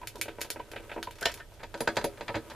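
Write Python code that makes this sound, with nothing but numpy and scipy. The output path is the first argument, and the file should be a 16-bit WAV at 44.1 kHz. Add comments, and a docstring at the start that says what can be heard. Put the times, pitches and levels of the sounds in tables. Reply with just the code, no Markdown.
"""Contact noise of a hand-cranked die-cutting machine

On a craft table in a small room, plates creak and snap between rollers, spring free with a clack,
then the unloaded crank and gears knock. Each contact is a tick, a brief noise rattle and a room tail,
filtered by body resonances. Damped sines give table thuds and the crank's clinks; random grains and
noise give the rubbing; filtered noise gives the room's hum, rumble and hiss."""
import sys
import numpy as np
from scipy import signal
from scipy.fft import rfft, irfft
from scipy.io import wavfile
from scipy.ndimage import uniform_filter1d

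SR = 44100
rng = np.random.default_rng(int(sys.argv[2]) if len(sys.argv) > 2 else 0)


def generate_wav(sig):
    """Save sig (samples, or channels by samples) to the path in sys.argv[1] as 16-bit PCM at SR."""
    pcm = np.round(np.clip(np.atleast_2d(sig).T, -1, 1) * 32767).astype(np.int16)
    wavfile.write(sys.argv[1], SR, pcm)


N = 112454
SIZE = 16384  # samples in one contact response
HZ = np.fft.rfftfreq(SIZE, 1 / SR)

# Steady room noise: f/Hz, relative spectral density/dB
AIR_COLOUR = [(12, -24), (20, 2.5), (55, 1), (263, -20.5), (481, -41), (551, -12), (687, -17.5),
              (809, -19.5), (1160, -34), (3370, -26), (3650, -28.5), (4430, -29.5), (14000, -35)]
# Its stereo width: f/Hz, side minus mid/dB
AIR_WIDTH = [(30, -14.5), (120, -1), (500, -11), (2000, 1), (8000, -6)]
# Its left-right lean: f/Hz, share of the mid added to the side (positive leans left)
AIR_LEAN = [(30, -0.25), (100, -0.31), (300, -0.13), (1000, 0.036)]
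AIR_DB = -54.5
HUM_HZ, HUM_WIDTH_HZ, HUM_DB = 103.1, 36, -60
RUMBLE_HZ, RUMBLE_WIDTH_HZ, RUMBLE_DB = 30.1, 13, -61

# Plates rubbing through the rollers: t/s, level/dB
RUB_LEVEL = [(0, -57.5), (.3, -56), (.66, -56.5), (.85, -51.5), (1.15, -59), (1.35, -51.5), (1.47, -60),
             (1.7, -59), (1.85, -48.5), (2.15, -52), (2.42, -51), (2.55, -49.5)]
# Rubbing spectrum before the housing: f/Hz, relative spectral density/dB
RUB_COLOUR = [(80, -13.5), (200, -0.5), (400, 3.5), (900, -4), (1200, 1), (2500, -7), (5000, -16.5),
              (9000, -16), (14000, -18.5)]
GRAINS_PER_S, GRAIN_SPREAD_DB = 300, 1
RUB_SMOOTH = 1  # rms of the smooth scrape relative to the grains

# Contacts, all five tables: t/s, build-up/s, level/dB, bass/dB, ring/dB, treble/dB
# Loaded rollers and crank slip
CREAKS = [(0.012, 0.004, -21, -1.5, 20.5, 15), (0.027, 0.0041, -10, -8.5, 8, -23),
          (0.147, 0.0075, -33.5, 26, 20.0, 4), (0.162, 0.0027, -21, 8.5, 6.5, -2),
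          (0.187, 0.0033, -29.5, 20, -7, 22), (0.255, 0.0017, -12.5, 3.5, -9, 10),
          (0.28, 0.0034, -3, -1.5, -8.5, 2), (0.383, 0.0017, -10, 2, 3, -24),
          (0.446, 0.0011, -11.5, -1.5, 3, 15), (0.559, 0.0013, -6.5, 0, -3, -34),
          (0.58, 0.0029, -32, 17, -5, -10), (0.594, 0.0025, -9.0, 1.5, 12.5, 0),
          (0.731, 0.0034, -6, -4.5, -10, -23), (0.761, 0.00099, 0.5, -8, -25, -3.5),
          (0.795, 0.0051, -18.5, 7, -14, 4), (0.85, 0.011, -30, 12, -2, -8),
          (0.893, 0.00276, -5, -10.5, -10, -11.3), (0.914, 0.0021, 0.5, -10, -16, -8),
          (0.961, 0.0016, -8.5, 7, 7.5, -42), (0.977, 0.00067, -6, 3.5, 2, -29),
          (1.07, 0.0017, -9.5, -0.5, 17, 4), (1.108, 0.0013, -12.5, -7, -17, 17.5)]
# Plates crack under pressure
SNAPS = [(0.0722, 0.00045, -11.5, -8, -1, 6), (0.156, 0.001, -11.6, 3, -24, -8.1),
         (0.2132, 0.00024, -5.5, -1, 4.5, 8), (0.412, 0.0038, -7.5, 8.5, -1, 7),
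         (0.5028, 0.00012, -5, 6, -6.3, 5), (0.715, 0.0012, -16, 12, -4, -1.5),
         (1.0282, 0.00049, 2, -10.9, -15.5, -13), (1.208, 0.0038, -24, 9, 5, 14.2),
         (1.339, 0.0023, -18, -1, -1.5, 8)]
# Grit and plate edges tick
TICKS = [(.181, .001, -25, 9, -15, 11), (.3955, 0.00068, -38, -8, -14, 22),
         (.4072, 0.00045, -15.5, -19, 16, 11), (.832, 0.0024, -20, -12, 8, -14),
         (.939, 0.00063, -18.5, 28, -11, -3), (1.153, 0.0032, -25, -14, 10, 8),
         (1.183, 0.0028, -19.5, -4, 9, 4), (1.2505, 0.0025, -7, -13, -4, -1),
         (1.284, .001, -9.5, -25, 8, 0), (1.294, 0.0011, -9.5, -16, 13, -7),
         (1.374, 0.00085, -20, 3, 11, 6.5), (1.518, 0.0027, -26.5, 26, -4, -4),
         (1.539, 0.0011, -26.5, -4, -2, 5.5), (1.776, .001, -17, 12, -2, 2), (1.956, 0.0016, -13, 4, -6, 3),
         (2.4995, .0006, -4, 0, -13, -10)]
# Plates leave the rollers and settle
CLACKS = [(1.215, 0.0024, -20, 2.5, 17, -35), (1.226, 0.00084, -20.5, 2.7, 27, 6.5),
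          (1.2548, 0.00085, 2, -7.5, 4, -7), (1.316, 0.00093, -31, -24, 19, 12),
          (1.399, 0.0029, -21.5, -12, 15, -26)]
# Unloaded gears take up their slack
KNOCKS = [(1.59, 0.018, -18, -9, 2, -11), (1.629, 0.0057, -11.5, -2, -1, 4),
          (1.741, 0.0011, -12.5, 5.5, 8.6, 8), (1.805, 0.0004, -8.5, 11.5, 2, 17),
          (1.8742, 0.00056, 1, 2.5, 12.5, 6), (1.9678, 0.0012, 1.5, 1.8, 1.5, 9.5),
          (2.01, 0.003, -14, 0.5, 7, 7.5), (2.042, 0.00067, -6, 12, 0, 15), (2.174, 0.0015, -21, 0, 0, 0),
          (2.2085, 0.0013, -10, 2, 0, 2), (2.2795, 0.0028, -3.5, -18, -5, -3),
          (2.289, 0.0025, -3.5, -2.5, -8, -21), (2.3415, 0.0036, -3.5, -6.5, 2, -10),
          (2.3505, 0.0037, -6, 1.5, -2, 4.5), (2.364, 0.0024, -12, 4, 5, 3), (2.503, 0.013, -16, 0, 4, -8)]
BASS_HZ, TREBLE_HZ = 740, 4180  # corners of the bass and treble columns

# Spectrum of each kind of contact, all five tables: f/Hz, relative level/dB
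# Slipping rollers and crank
CREAK_COLOUR = [(50, -22), (150, -5.5), (300, 1.5), (600, 4.5), (900, 5.5), (1150, -2.5), (1900, 0.5),
                (3200, -5.5), (5500, -24.5), (8500, -26.5), (14000, -31)]
# Cracking plates
SNAP_COLOUR = [(50, -33), (150, -19), (300, -5), (600, -5), (900, -5), (1150, -4), (1900, 10), (3200, 4),
               (5500, -2.5), (8500, -4), (14000, -6)]
# Grit and plate edges
TICK_COLOUR = [(50, -34), (300, -32), (900, 3), (2000, -4), (4200, -3), (7000, -10), (14000, -17.5)]
# Plates springing free
CLACK_COLOUR = [(50, -1), (150, 9), (300, 11.5), (600, 16.5), (900, 8.0), (1150, 3), (1900, 6.5),
                (3200, 11.5), (5500, 6), (8500, -1.8), (14000, -7)]
# Loose gears
KNOCK_COLOUR = [(50, -3.3), (150, 7), (300, 2.5), (600, 10.5), (900, 11), (1150, 6.5), (1900, 8),
                (3200, 0.6), (5500, -11), (8500, -19), (14000, -45)]

# Resonances and dips, all four tables: f/Hz, width/Hz, lift/dB
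# Plastic housing
HOUSING = [(156, 18, -5.5), (233.4, 39, 8), (329, 24.4, 13), (407, 13, 9.5), (456.5, 36, 10.5),
           (494, 6.7, 2.5), (572, 82, 10.5), (712, 15.4, 7), (744, 11.5, -14), (953, 97, 10),
           (1120, 140, -4), (1286, 26, 6.5), (1527, 37.4, 6.5), (1606, 135, 1.5), (1740, 39, -5.5)]
# Face of a plate
PLATE_FACE = [(1930, 98, 3), (2170, 104, -8), (2264, 80, 5.5), (2560, 43, 8), (3490, 59, 1.5),
              (3580, 70, 0), (4440, 72, 3), (7110, 260, 3.5), (7930, 1300, -3.5), (10200, 270, 1.5)]
# Freed plates
PLATES = [(435, 90, 9), (694, 80, 11), (926, 50, 9), (1570, 130, 7), (1812, 40, 12), (2335, 60, 4),
          (2838, 55, 6), (2995, 55, 7), (3157, 55, 6), (4070, 120, 6), (4650, 150, 3), (5300, 450, 7),
          (7150, 600, 6), (11750, 70, 9), (12500, 100, 9)]
# Gears
GEARS = [(2560, 61, 4), (2910, 170, -6.5), (4030, 200, 3.5), (4800, 380, 5.5), (5430, 990, -3.5),
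         (6260, 130, 2.5), (7040, 110, 3.5), (8140, 660, -4.5), (10000, 200, -8), (10600, 280, 4),
         (11600, 420, 16), (13100, 260, 12)]
FINE_MODES_DB, FINE_WIDTH_HZ = 2.6, 45  # spread and spacing of the crowded upper modes

RATTLE_DB = 4  # unevenness of a rattle
TREBLE_HOLD, RATTLE_SPLIT_HZ = 0.59, 2200  # the treble rattles for this share of the hold time
# Room decay: f/Hz, T60/s
ROOM = [(200, 0.21), (550, 0.12), (1500, 0.11), (4000, 0.13), (12000, 0.11)]
# Stereo width of contacts and rubbing, before any offset by kind: f/Hz, side minus mid/dB
WIDTH = [(100, -6), (500, -12.5), (1300, -19.5), (2800, -11), (5500, -1), (10000, 0.5), (14000, 3)]

# Thuds of the table and the machine's base: t/s, f/Hz, level/dB
THUDS = [(1.256, 60, -36), (1.972, 105, -38), (2.287, 112, -36), (2.346, 109, -28), (2.35, 61, -38),
         (2.352, 313.4, -26)]
THUD_RISE_S, THUD_T60_S = 0.014, 0.14

# Steel crank against its shaft: t/s, level/dB
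CLINKS = [(1.806, -40.5), (1.969, -74), (2.042, -40.5)]
# Modes of the crank: f/Hz, relative level/dB, T60/s
CRANK = [(6840, -12, 0.058), (9720, 3.5, 0.061), (9900, -10, 0.062), (10120, 1.5, 0.13), (9930, 1, 0.15),
         (10500, -8, 0.082), (10900, -2, 0.085), (12430, -3, 0.099), (13210, 1, 0.098), (13430, -10, .08)]
CLINK_SPREAD_HZ = 107  # standard deviation of the partials about each mode
EDGE_HZ = 14350  # upper band limit


def amp(db):
    """Level law: converts decibels to an amplitude ratio."""
    return 10 ** (np.asarray(db) / 20)


def unit(x):
    """Normalization: scales a signal to rms 1."""
    return x / np.sqrt(np.mean(x ** 2) + 1e-20)


def read(points, hz):
    """Interpolation: reads a table linearly on a logarithmic frequency axis."""
    f, value = np.transpose(points)
    return np.interp(np.log(hz + 1), np.log(f + 1), value)


def add(mix, s, sound):
    """Superposition: adds a sound to the mix from time s."""
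    part = mix[:, max(round(s * SR), 0):][:, :sound.shape[-1]]
    part += sound[..., :part.shape[1]]


def stereo(mid, side):
    """Sum and difference: left is mid plus side, right is mid minus side."""
    return np.array([mid + side, mid - side])


def decay(t, t60):
    """Exponential damping: amplitude falls by 60 dB in t60 seconds."""
    return np.exp(-np.log(1000) * t / t60)


def below(hz, corner):
    """Crossover: weight near 1 well below the corner, near 0 well above it."""
    return 1 / (1 + (hz / corner) ** 4)


def bump(hz, centre, width):
    """Resonance curve: a bell of height 1, with its full width taken at half height."""
    return 1 / (1 + (2 * (hz - centre) / width) ** 2)


def lifts(modes, hz):
    """Modal response: sums the dB gains of a body's resonances and dips."""
    return sum(db * bump(hz, f, width) for f, width, db in modes)


def fine_modes():
    """Modal density: a random dB gain stands for many small, crowded upper resonances."""
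    knots = np.arange(0, SR / 2, FINE_WIDTH_HZ)
    ripple = np.interp(HZ, knots, rng.standard_normal(len(knots)))
    return FINE_MODES_DB * ripple * np.clip(HZ / 1000 - .7, 0, 1)


def causal(db):
    """Minimum phase: the Hilbert transform of the log gain makes the body ring only after a blow."""
    log_gain = np.log(amp(np.concatenate([db, db[-2:0:-1]])))
    return np.exp(np.conj(signal.hilbert(log_gain)))[:len(db)]


def room_tail():
    """Reverberation: noise decays at a rate that depends on frequency."""
    hz, when, z = signal.stft(rng.standard_normal(SIZE), SR, nperseg=256)
    loss = amp(-60 * when / read(ROOM, hz)[:, None])
    return signal.istft(z * loss, SR)[1][:SIZE]


def flatten(z):
    """Spectral whitening: removes the broad colour so that the body alone sets it."""
    near, wide = (uniform_filter1d(abs(z) ** 2, size=bins) for bins in (41, 301))
    power = near + (wide - near) * np.clip(HZ / 1500 - 1, 0, 1)  # broader smoothing in the treble
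    return z * causal(-10 * np.log10(abs(power) + 1e-9))


def chatter(rise, hold_s, tick_db, tail_db, tail_treble_db):
    """Contact excitation: spectrum of a tick, an uneven rattle that dulls quickly, and a room tail."""
    t = np.arange(SIZE) / SR
    rise = max(rise, 1 / SR)
    after = np.maximum(t - rise, 0) / hold_s
    high = 1 - below(HZ, RATTLE_SPLIT_HZ)

    slow_noise = unit(uniform_filter1d(rng.standard_normal(SIZE), size=30))
    clumps = amp(RATTLE_DB * np.clip(slow_noise, -2, 1.2))
    rattle = np.minimum(t / rise, 1) * clumps * rng.standard_normal(SIZE)
    slow = unit(rattle * np.exp(-after ** 2))
    fast = unit(rattle * np.exp(-(after / TREBLE_HOLD) ** 2))
    tail = unit(room_tail() * np.minimum(t / (rise + hold_s), 1))

    z = (1 - high) * rfft(slow) + high * rfft(fast)
    z = z + amp(tail_db + tail_treble_db * high) * rfft(tail)
    tick = amp(tick_db) * np.exp(-2j * np.pi * HZ * rise)  # impulse at the end of the build-up
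    return flatten(z / np.sqrt(SIZE) + tick)


def blows(rows, colour, modes, ring_hz, ring_width_hz, hold_s, tick_db, tail_db, tail_treble_db, side_db):
    """Source-filter principle: each contact excites a body with its own bass, ring and treble."""
    out = np.zeros((2, N))
    body = read(colour, HZ) + lifts(modes, HZ) + fine_modes()
    low, high = below(HZ, BASS_HZ), 1 - below(HZ, TREBLE_HZ)
    ring = bump(HZ, ring_hz, ring_width_hz)
    width = causal(read(WIDTH, HZ) + side_db)
    for s, rise, db, bass_db, ring_db, treble_db in rows:
        tone = causal(body + db + bass_db * low + ring_db * ring + treble_db * high)
        mid = irfft(tone * chatter(rise, hold_s, tick_db, tail_db, tail_treble_db))
        # the side has its own noise, with less tick and more tail
        side = irfft(tone * width * chatter(rise, hold_s, tick_db - 16, tail_db + 7, tail_treble_db))
        add(out, s, stereo(mid, side))
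    return out


def narrow_noise(centre, width):
    """Narrow-band noise: a narrow band wavers in level because its components beat."""
    hz = np.fft.rfftfreq(N, 1 / SR)
    return unit(irfft(rfft(rng.standard_normal(N)) * bump(hz, centre, width), N))


def air():
    """Filtered noise: steady low room noise and faint hiss, with the bass leaning right."""
    hz = np.fft.rfftfreq(N, 1 / SR)
    a, b = rfft(rng.standard_normal((2, N)))
    tone = amp(read(AIR_COLOUR, hz))
    mid = irfft(a * tone, N)
    side = irfft((b * amp(read(AIR_WIDTH, hz)) + a * read(AIR_LEAN, hz)) * tone, N)
    return amp(AIR_DB) * unit(stereo(mid, side))


def hum():
    """Narrow-band noise: a wavering hum, stronger on the right."""
    return amp(HUM_DB) * narrow_noise(HUM_HZ, HUM_WIDTH_HZ) * amp([[-2.5], [2]])


def rumble():
    """Narrow-band noise: a deep, unsteady room rumble, stronger on the right."""
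    return amp(RUMBLE_DB) * narrow_noise(RUMBLE_HZ, RUMBLE_WIDTH_HZ) * amp([[-3], [2.2]])


def rubbing():
    """Stick-slip friction: fine random grains and a smooth scrape, heard through the housing."""
    size = amp(GRAIN_SPREAD_DB * np.minimum(rng.exponential(1, (2, N)), 4))
    struck = rng.random((2, N)) < GRAINS_PER_S / SR
    grains = size * struck * rng.choice([-1, 1], (2, N))
    drive = unit(grains) + RUB_SMOOTH * rng.standard_normal((2, N))
    tone = read(RUB_COLOUR, HZ) + lifts(HOUSING, HZ)
    mid = signal.fftconvolve(drive[0], irfft(causal(tone)))[:N]
    side = signal.fftconvolve(drive[1], irfft(causal(tone + read(WIDTH, HZ))))[:N]
    level_db = np.interp(np.arange(N) / SR, *np.transpose(RUB_LEVEL))
    return unit(stereo(mid, side)) * amp(level_db)


def creaks():
    """Frictional slip: loaded rollers and crank excite the housing and plate face."""
    return blows(CREAKS, CREAK_COLOUR, HOUSING + PLATE_FACE, ring_hz=1010, ring_width_hz=190,
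                 hold_s=0.011, tick_db=-17, tail_db=-8.5, tail_treble_db=6.5, side_db=-3.5)


def snaps():
    """Sudden stress release: plates crack under pressure, with a strong initial tick."""
    return blows(SNAPS, SNAP_COLOUR, HOUSING + PLATE_FACE, ring_hz=2330, ring_width_hz=1000,
                 hold_s=0.007, tick_db=-5.5, tail_db=-8.5, tail_treble_db=5.5, side_db=-4)


def ticks():
    """Small impacts: grit and plate edges excite the housing and plate face."""
    return blows(TICKS, TICK_COLOUR, HOUSING + PLATE_FACE, ring_hz=1990, ring_width_hz=1300,
                 hold_s=0.0078, tick_db=-10, tail_db=-0.5, tail_treble_db=0, side_db=-3.5)


def clacks():
    """Elastic release: the plates leave the rollers, settle and sound their own modes."""
    return blows(CLACKS, CLACK_COLOUR, PLATES, ring_hz=1540, ring_width_hz=640,
                 hold_s=0.011, tick_db=-19, tail_db=-10.5, tail_treble_db=1.5, side_db=-5)


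def thuds():
    """Damped oscillation: low swings of table top and machine base, stronger on the right."""
    out, t = np.zeros((2, N)), np.arange(SIZE) / SR
    fade = np.minimum(t / THUD_RISE_S, 1) * decay(t, THUD_T60_S)
    for s, hz, db in THUDS:
        add(out, s, amp(db) * fade * np.sin(2 * np.pi * hz * t))
    return out * amp([[-1.5], [1.5]])


def knocks():
    """Impact across a clearance: unloaded gears take up their slack in the housing."""
    return blows(KNOCKS, KNOCK_COLOUR, HOUSING + GEARS, ring_hz=1536, ring_width_hz=284,
                 hold_s=0.013, tick_db=-18, tail_db=-10, tail_treble_db=2.5, side_db=-3.5)


def clinks():
    """Modal ringing: each steel crank mode is a cluster of close partials, so the ring is rough."""
    out, t = np.zeros((2, N)), np.arange(SIZE) / SR
    for s, db in CLINKS:
        for hz, mode_db, t60 in CRANK:
            detune, phase = rng.standard_normal((2, 8, 2, 1))  # 8 partials in each of 2 channels
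            cycles = (hz + CLINK_SPREAD_HZ * detune) * t + phase
            ring = np.sin(2 * np.pi * cycles).sum(axis=0) / np.sqrt(8)
            add(out, s, amp(db + mode_db) * decay(t, t60) * ring)
    return out


def scene():
    """Superposition: the machine's contacts sound over thuds, rubbing and the room."""
    room = air() + hum() + rumble()
    rub = rubbing()
    machine = creaks() + snaps() + ticks() + clacks() + knocks() + clinks()
    machine = machine * amp([[-.2], [.2]])  # slightly to the right
    return machine + thuds() + rub + room


def record(dry):
    """Band limiting: a linear-phase low-pass filter removes the highest treble."""
    lowpass = signal.firwin(101, EDGE_HZ, window=("kaiser", 7), fs=SR)
    return signal.oaconvolve(dry, lowpass[None], "same")


dry = scene()
out = record(dry)
generate_wav(out)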